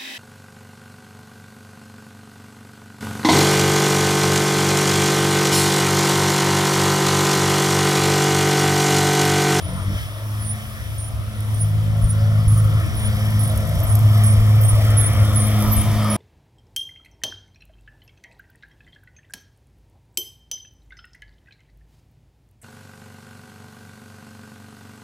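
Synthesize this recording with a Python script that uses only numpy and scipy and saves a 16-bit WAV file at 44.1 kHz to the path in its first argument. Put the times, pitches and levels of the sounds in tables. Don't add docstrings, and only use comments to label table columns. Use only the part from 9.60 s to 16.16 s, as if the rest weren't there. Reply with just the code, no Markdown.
import sys
import numpy as np
from scipy import signal
from scipy.fft import rfft, irfft, next_fast_len
from scipy.io import wavfile
from scipy.ndimage import uniform_filter1d, map_coordinates

SR = 44100
rng = np.random.default_rng(int(sys.argv[2]) if len(sys.argv) > 2 else 0)


def boost(x):
    u = np.asarray(x, float) / 20
    return 10 ** u


def wav_record(signal):
    frames = np.transpose(np.atleast_2d(signal))
    bounded = np.clip(frames, -1, 1)
    quanta = np.round(bounded * 32767).astype(np.int16)
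    wavfile.write(sys.argv[1], SR, quanta)


N = 289516
TIME = np.arange(N) / SR

# (time [s], level [dB])
GUSTS = [(0.0, -34), (0.42, -32.5), (0.55, -42.5), (0.85, -36.5), (1.9, -34.5), (2.2, -30), (3.2, -27),
         (3.6, -30.5), (4.2, -27), (4.8, -28), (6.0, -28.5), (6.2, -25.5), (6.56, -36)]
# (frequency [Hz], density [dB per Hz])
WIND_COLOUR = [(12, -34), (28, -22), (60, -1), (90, 2.5), (130, -2), (170, -17.5), (230, -17), (320, -50)]
# (time [s], level [dB], pitch [Hz])
EDDIES = [(.285, -26, 60), (1.22, -39, 65), (2.445, -8, 45), (2.875, -8, 61.3), (4.18, -18, 45),
          (4.48, -22, 50), (4.8, -13, 37), (5.14, -12, 55), (5.3, -16, 50), (6.09, -19, 50),
          (6.18, -10.5, 65)]
# (frequency [Hz], density [dB per Hz])
FIELD_COLOUR = [(200, 15), (500, 5), (1500, 8.5), (3500, 5.5), (7000, -9), (11000, 8), (17000, -53)]
# (time [s], level [dB])
ROAR = [(0.0, -40), (0.12, -37.5), (0.6, -44), (1.57, -46), (2.04, -40), (2.5, -41), (2.67, -38.5),
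        (2.85, -38), (4.66, -34.5), (5.1, -35.5), (5.25, -31.5), (5.5, -33.5), (5.93, -31.5), (6.03, -30),
        (6.18, -31), (6.3, -32.5), (6.56, -29.5)]
# (frequency [Hz], density [dB per Hz])
DECK_COLOUR = [(230, -30), (300, -0.5), (400, -12), (540, -3), (690, 1), (800, -10), (870, -9.5),
               (1000, -5.5), (1300, -2), (1420, -7), (1550, -19), (2000, -31)]
# (time [s], level [dB])
HUM = [(0.08, -39), (.27, -22), (0.52, -34), (0.72, -22.5), (1.0, -28.5), (1.15, -45), (1.3, -29),
       (1.72, -28.5), (2.05, -17.5), (3.18, -15.5), (3.31, -30.5), (3.5, -19), (3.85, -17.5), (4.22, -27),
       (4.34, -13), (5.0, -13), (6.4, -20.5), (6.56, -25)]
CANCELS = [.52, 1.42, 2.03, 3.16, 4.25, 5.15, 7.8]
# (start [s], length [s], level [dB])
ROCKS = [
    (.82, 0.076, -46),
    (2.037, 1.13, -30),
    (3.692, 0.17, -32.5),
    (4.08, 0.064, -27.5),
    (4.3, 0.98, -41.5),
    (5.45, 0.24, -40),
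    (6.08, .4, -38),
]
# (multiple [1], level [dB])
SHUDDER_LINES = [(3, -1), (4, 3.5), (5, -7), (6, -0.5), (7, -19)]
# (time [s], width [s], level [dB], tilt [dB per multiple])
SHUDDERS = [
    (0.13, 0.05, -33.5, -4.5),
    (0.31, 0.033, -34, -3),
]
# (multiple [1], level [dB])
OVERTONES = [(1, -35), (5, -7), (6, -5.5), (8, -11.5), (9, -9.5), (10, -5.5), (12, -5.5), (13, -10)]
# (frequency [Hz], density [dB per Hz])
GRASS_COLOUR = [(1300, -19.5), (1750, -0.5), (2350, -1.5), (2550, -11.5), (2950, -8.5), (3080, 0.5),
                (3750, -6.5), (3950, -15), (4600, -12), (5400, -8), (6100, -14), (6400, -55), (8500, -44)]
# (frequency [Hz], density [dB per Hz])
CHAFF_COLOUR = [(4000, -44), (5400, 7.5), (7000, -2.5), (8500, 1.5), (10500, 8.5), (12500, 4.5), (15000, 2),
                (17000, 16.5)]
# (time [s], width [s], cut grass level [dB], chaff level [dB])
PATCHES = [(0.4, 0.047, -38.5, -46.5), (0.903, 0.32, -45, -50.5), (1.993, 0.089, -48, -50),
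           (3.188, 0.068, -44, -55), (3.75, 0.35, -41.5, -50.5), (4.25, 0.6, -44.5, -48.5),
           (4.608, 0.053, -38, -46.5), (5.374, 0.22, -38.5, -45.5), (6.08, 0.27, -39, -44),
           (6.35, 0.055, -54, -69), (6.527, 0.037, -41, -47.5), (2.995, 0.05, -51, -49)]
# (time [s], pitch [Hz], level [dB])
SWITCHING = [(0, 15500, -65), (.4, 15590, -64), (.9, 16300, -82), (2.8, 16000, -75), (4.5, 15000, -69),
             (6.56, 15520, -54)]
# (start [s], length [s], end pitch [Hz], level [dB], extra at load peak [dB])
LOW_SQUEAKS = [(0.079, 0.19, 9600, -46, 1), (0.847, 0.092, 10360, -33, 5.5), (1.38, .11, 10100, -34, -9),
               (1.943, .1, 9990, -36.5, 12.5), (2.442, 0.087, 10100, -38.5, 16.5),
               (2.922, 0.087, 10170, -38, 7.5), (3.394, 0.086, 10060, -32, 0.5),
               (3.834, .068, 10150, -27.5, -5), (4.268, 0.081, 10130, -27, 1),
               (4.661, 0.081, 10500, -25.5, 0), (5.036, .083, 10070, -26, 7.5),
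               (5.424, 0.063, 10430, -24.5, 7.5), (5.799, 0.089, 10300, -24.5, -1),
               (6.163, 0.058, 10300, -19.5, -12), (6.531, .07, 10200, -32, 0)]
# (start [s], length [s], start pitch [Hz], rise [Hz], level [dB])
MID_SQUEAKS = [(.022, 0.086, 10370, 450, -42.5), (.797, 0.086, 10480, 420, -38.5),
               (2.415, .033, 10640, 450, -36), (2.878, 0.076, 10550, 250, -35),
               (3.365, 0.035, 10500, 650, -34.5), (3.792, 0.049, 10490, 400, -26),
               (4.637, .03, 10440, 600, -27), (5.37, 0.052, 10200, 1140, -20),
               (5.758, 0.042, 10200, 1000, -22.5), (6.5, 0.061, 10260, 860, -28.5)]
# (start [s], length [s], start pitch [Hz], rise [Hz], level [dB])
HIGH_SQUEAKS = [(1.358, .027, 12500, 61, -44), (1.93, .025, 12330, 70, -47), (3.79, .02, 12330, 10, -42),
                (4.232, 0.018, 12250, 150, -30), (4.655, .015, 12300, 100, -42),
                (5.01, 0.049, 12200, 410, -30), (5.755, 0.02, 12000, 150, -59),
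                (6.117, 0.043, 12170, 420, -21.5)]
# (time [s], peak level [dB])
TICKS = [(1.8054, -32), (3.9749, -29), (4.2023, -29), (4.353, -18), (4.3914, -29), (4.578, -32),
         (4.6359, -29), (5.036, -27), (5.3044, -27), (5.5338, -36), (5.6531, -32), (5.8706, -34),
         (6.024, -26), (6.4462, -40)]
# (frequency [Hz], density [dB per Hz])
SNAP_COLOUR = [(3500, -15), (6000, -9), (10000, 6.5), (13000, 3), (16500, -3)]
# (time [s], pitch [Hz], level [dB])
GROAN = [
    (.28, 293, -50),
    (.32, 323, -40),
    (.36, 375, -51),
]
# (time [s], level [dB])
WHINE = [(2.2, -51.5), (2.36, -41.5), (2.5, -54.5), (2.6, -39), (2.73, -40), (2.8, -62.5), (3.002, -49),
         (3.4, -53)]
# (frequency [Hz], left minus right [dB])
PORTS = [(60, 3.5), (110, 0.5), (200, 0.5), (380, 0.5), (700, 0), (1290, 4), (2380, 2), (4400, -0.5),
         (8120, -1), (15000, -2.5)]


def unit(x):
    return x / np.sqrt(np.mean(x ** 2))


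def curves(table):
    s, *columns = np.transpose(table)
    return [np.interp(TIME, s, c) for c in columns]


def bump(s, width):
    return np.exp(-.5 * ((TIME - s) / width) ** 2)


def walk(rate):
    k = int(SR / rate)
    held = np.repeat(rng.standard_normal(N // k + 1), k)
    return unit(uniform_filter1d(uniform_filter1d(held, k), k)[:N])


def colour(x, shape):
    size = next_fast_len(N)
    hz, db = np.transpose(shape)
    bins_hz = np.arange(size // 2 + 1) * SR / size
    gain = boost(np.interp(np.log(bins_hz + 1), np.log(hz), db))
    return irfft(rfft(x, size) * gain, size)[:N]


def flutter(shape, swell_db, flicker_db, rate, count):
    size = next_fast_len(N)
    spectrum = rfft(colour(rng.standard_normal(N), shape), size)
    edges = np.geomspace(shape[0][0], shape[-1][0], count + 1) * size / SR
    band = np.searchsorted(edges[1:-1], np.arange(len(spectrum)))
    swell = swell_db * walk(rate / 4)
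    total = np.zeros(N)
    for k in range(count):
        noise = irfft(spectrum * (band == k), size)[:N]
        total += boost(swell + flicker_db * walk(rate)) * noise
    return unit(total)


def whistle(table, wobble_hz, grip_db, edge, lag):
    s, hz, db = np.transpose(table)
    part = slice(int(s[0] * SR), min(int(s[-1] * SR), N))
    t, out = TIME[part], np.zeros((2, N))
    step = 2 * np.pi * (np.interp(t, s, hz) + wobble_hz[part]) / SR
    phase = np.cumsum(step) - step * lag[part] * np.array([[1], [0]])
    level = np.sqrt(2) * boost(np.interp(t, s, db) + grip_db[part])
    out[:, part] = level * np.sin(phase) * signal.windows.tukey(len(t), edge)
    return out


def port_lag():
    abreast_s, distance_m, speed_m_s = 6.7, 3, 1.7
    gather_s = 2.2
    along_m = speed_m_s * gather_s * np.log1p((abreast_s - TIME) / gather_s)
    return 10.5 * along_m / np.hypot(along_m, distance_m)


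def approach():
    roar_db = curves(ROAR)[0]
    grass = boost(-45 + 0.76 * (roar_db + 40)) ** 2
    chaff = boost(-57 + 0.17 * (roar_db + 39.5)) ** 2
    for s, width, patch_grass_db, patch_chaff_db in PATCHES:
        grass = grass + boost(patch_grass_db) ** 2 * bump(s, width)
        chaff = chaff + boost(patch_chaff_db) ** 2 * bump(s, width)
    return roar_db, 10 * np.log10(grass), 10 * np.log10(chaff)


def wind():
    both, apart = (flutter(WIND_COLOUR, .5, 1.8, 22, count=6) for _ in range(2))
    thumps = np.zeros(N)
    for s, db, hz in EDDIES:
        width_s = .42 / hz
        thumps += boost(db) * bump(s, width_s) * np.sin(2 * np.pi * hz * (TIME - s))
    sides = np.array([[1], [-1]])
    gusts = boost(curves(GUSTS)[0] + 5.0) * (both + boost(-7.0) * apart * sides)
    return gusts + boost(-1.5 * sides) * np.array([thumps, np.roll(thumps, 60)])


def field():
    return boost(-44) * np.array([flutter(FIELD_COLOUR, 0.38, 0.77, 6, count=4) for _ in range(2)])


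def shaft_phase():
    full_hz, shortfall_hz, spin_up_s = 52.9, 9.3, .33
    hz = full_hz - shortfall_hz * np.exp(-(TIME / spin_up_s) ** 1.503)
    return 2 * np.pi * np.cumsum(hz) / SR


def deck_roar(roar_db, turn):
    chop = 1 + .1 * np.sin(turn) + 0.096 * np.sin(2 * turn)
    return boost(roar_db + 0.34) * chop * flutter(DECK_COLOUR, 0.52, 2.37, 12, count=10)


def blades(roar_db, turn):
    rock = np.zeros(N)
    for s, length, db in ROCKS:
        outside_s = np.maximum(np.maximum(s - TIME, TIME - s - length), 0)
        rock += boost(db) * np.exp(-.5 * (outside_s / 0.034) ** 2)
    slip = np.pi * np.interp(TIME, CANCELS, np.arange(len(CANCELS)))
    beat = np.sin(slip) + 1j * 0.21 * np.cos(slip)
    fourth = boost(roar_db + 4.5 + 0.26 * (roar_db + 36)) * beat
    tones = np.zeros(N)
    for k, gain in zip((2, 3, 4), (boost(curves(HUM)[0]), rock, fourth)):
        level = gain * boost(.4 * k * walk(16))
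        tones += np.imag(level * np.exp(1j * (k * turn + .12 * k * walk(9))))
    for k, db in SHUDDER_LINES:
        for s, width, top_db, tilt_db in SHUDDERS:
            tones += boost(db + top_db + tilt_db * (k - 3.5)) * bump(s, width) * np.sin(k * turn)
    lock = boost(-8.5) * np.clip(TIME / 0.61, 0, 1) ** 2
    for k, db in OVERTONES:
        level = lock * boost(db + roar_db + 3.2 * walk(10))
        tones += level * np.sin(k * turn + .14 * k * walk(11))
    return np.sqrt(2) * tones


def cut_grass(grass_db):
    return boost(grass_db) * flutter(GRASS_COLOUR, 1.3, 1.7, 14, count=8)


def chaff(chaff_db):
    return boost(chaff_db + 6.0) * flutter(CHAFF_COLOUR, 0.96, 3.5, 16, count=6)


def ground_scatter(roar_db, chaff_db):
    ports = []
    for _ in range(2):
        hiss = boost(chaff_db + 14.5) * flutter(CHAFF_COLOUR, 1.0, 1.4, 14, count=3)
        rush = unit(colour(rng.standard_normal(N), DECK_COLOUR[:-1] + GRASS_COLOUR[1:]))
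        ports.append(hiss + boost(roar_db - 9) * rush)
    return np.array(ports)


def controller(lag):
    return whistle(SWITCHING, 12 * walk(40), 3.3 * walk(12), .01, lag)


def squeak(s, length, start_hz, rise_hz, db, load_db=0, slack_db=0):
    u = np.linspace(0, 1, 16)
    bite = np.exp(-u / 0.072)
    slack = slack_db * np.exp(-((u - .42) / 0.2) ** 2)
    load = load_db * np.exp(-((u - .72) / 0.13) ** 2)
    fade = -6 * u ** 6
    return np.transpose([s + length * u, start_hz + rise_hz * u ** 2.2, db + bite + slack + load + fade])


def squeaks(lag):
    wobble_hz, grip_db = 25 * walk(300), 3.0 * walk(130)
    low_hz = 9318
    lows = [squeak(s, d, low_hz, hz - low_hz, db, load_db, -3.5) for s, d, hz, db, load_db in LOW_SQUEAKS]
    mids = [squeak(*row, -4.5) for row in MID_SQUEAKS]
    highs = [squeak(*row, -4.5) for row in HIGH_SQUEAKS]

    def wheel(group, ahead):
        return sum(whistle(rows, wobble_hz, grip_db, .04, lag - ahead) for rows in group)

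    side = np.array([[.5], [-.5]])
    low = wheel(lows, 0) * boost(side * (-3.5 + 5.8 * (TIME / 5.65) ** 4))
    mid = wheel(mids, .65) * boost(side * (-0.5 - 0.72 * TIME))
    return low + mid + wheel(highs, .4)


def ground_echo(wheels):
    late = np.arange(SR // 6) / SR
    tail = rng.standard_normal((2, len(late))) * np.exp(-late / 0.038) * np.clip(late / 0.0018, 0, 1)
    return boost(-41) * signal.fftconvolve(wheels, tail, axes=1)[:, :N]


def ticks(chaff_db):
    per_s = 130 * np.clip(TIME / 4.5, 0, 1) ** 2
    hits = (rng.random(N) < per_s / SR) * boost(chaff_db + 3 + 8 * rng.random(N))
    s, db = np.transpose(TICKS)
    hits[(s * SR).astype(int)] = boost(db)
    late = np.arange(SR // 50) / SR
    decay = np.exp(-late / .0012) + 0.2 * np.exp(-late / 0.007)
    burst = signal.fftconvolve(hits, decay)[:N] * rng.standard_normal(N)
    return boost(3.0) * colour(burst, SNAP_COLOUR)


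def panel_groan(lag):
    return whistle(GROAN, 0 * lag, 0 * lag, .3, lag)


def drive_whine(lag):
    rows = [(s, 548 + 2.1 * (db + 47), db) for s, db in WHINE]
    return whistle(rows, 4 * walk(30.16), 2.0 * walk(24.9), 0.049, lag)


def mower(lag, roar_db, grass_db, chaff_db):
    turn = shaft_phase()
    low = deck_roar(roar_db, turn) + blades(roar_db, turn)
    high = cut_grass(grass_db) + chaff(chaff_db) + ticks(chaff_db)
    left = map_coordinates(np.roll(low, -2) + high, [np.arange(N) - lag], order=5, mode="nearest")
    return np.array([left, low + high]) + controller(lag) + panel_groan(lag) + drive_whine(lag)


def scene():
    lag = port_lag()
    roar_db, grass_db, chaff_db = approach()
    wheels = squeaks(lag)
    machine = mower(lag, roar_db, grass_db, chaff_db) + wheels
    ground = ground_echo(wheels) + ground_scatter(roar_db, chaff_db)
    return wind() + field() + machine + ground


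def band_limit(x):
    return signal.sosfilt(signal.butter(12, 15780, fs=SR, output="sos"), x)


def record(dry):
    left, right = (colour(x, [(hz, db * half) for hz, db in PORTS]) for x, half in zip(dry, (.5, -.5)))
    low_pass = signal.ellip(10, .2, 70, 15780, fs=SR, output="sos")
    mix = signal.sosfilt(low_pass, np.array([left, right]))
    return band_limit(mix)


dry = scene()
out = record(dry)
wav_record(out)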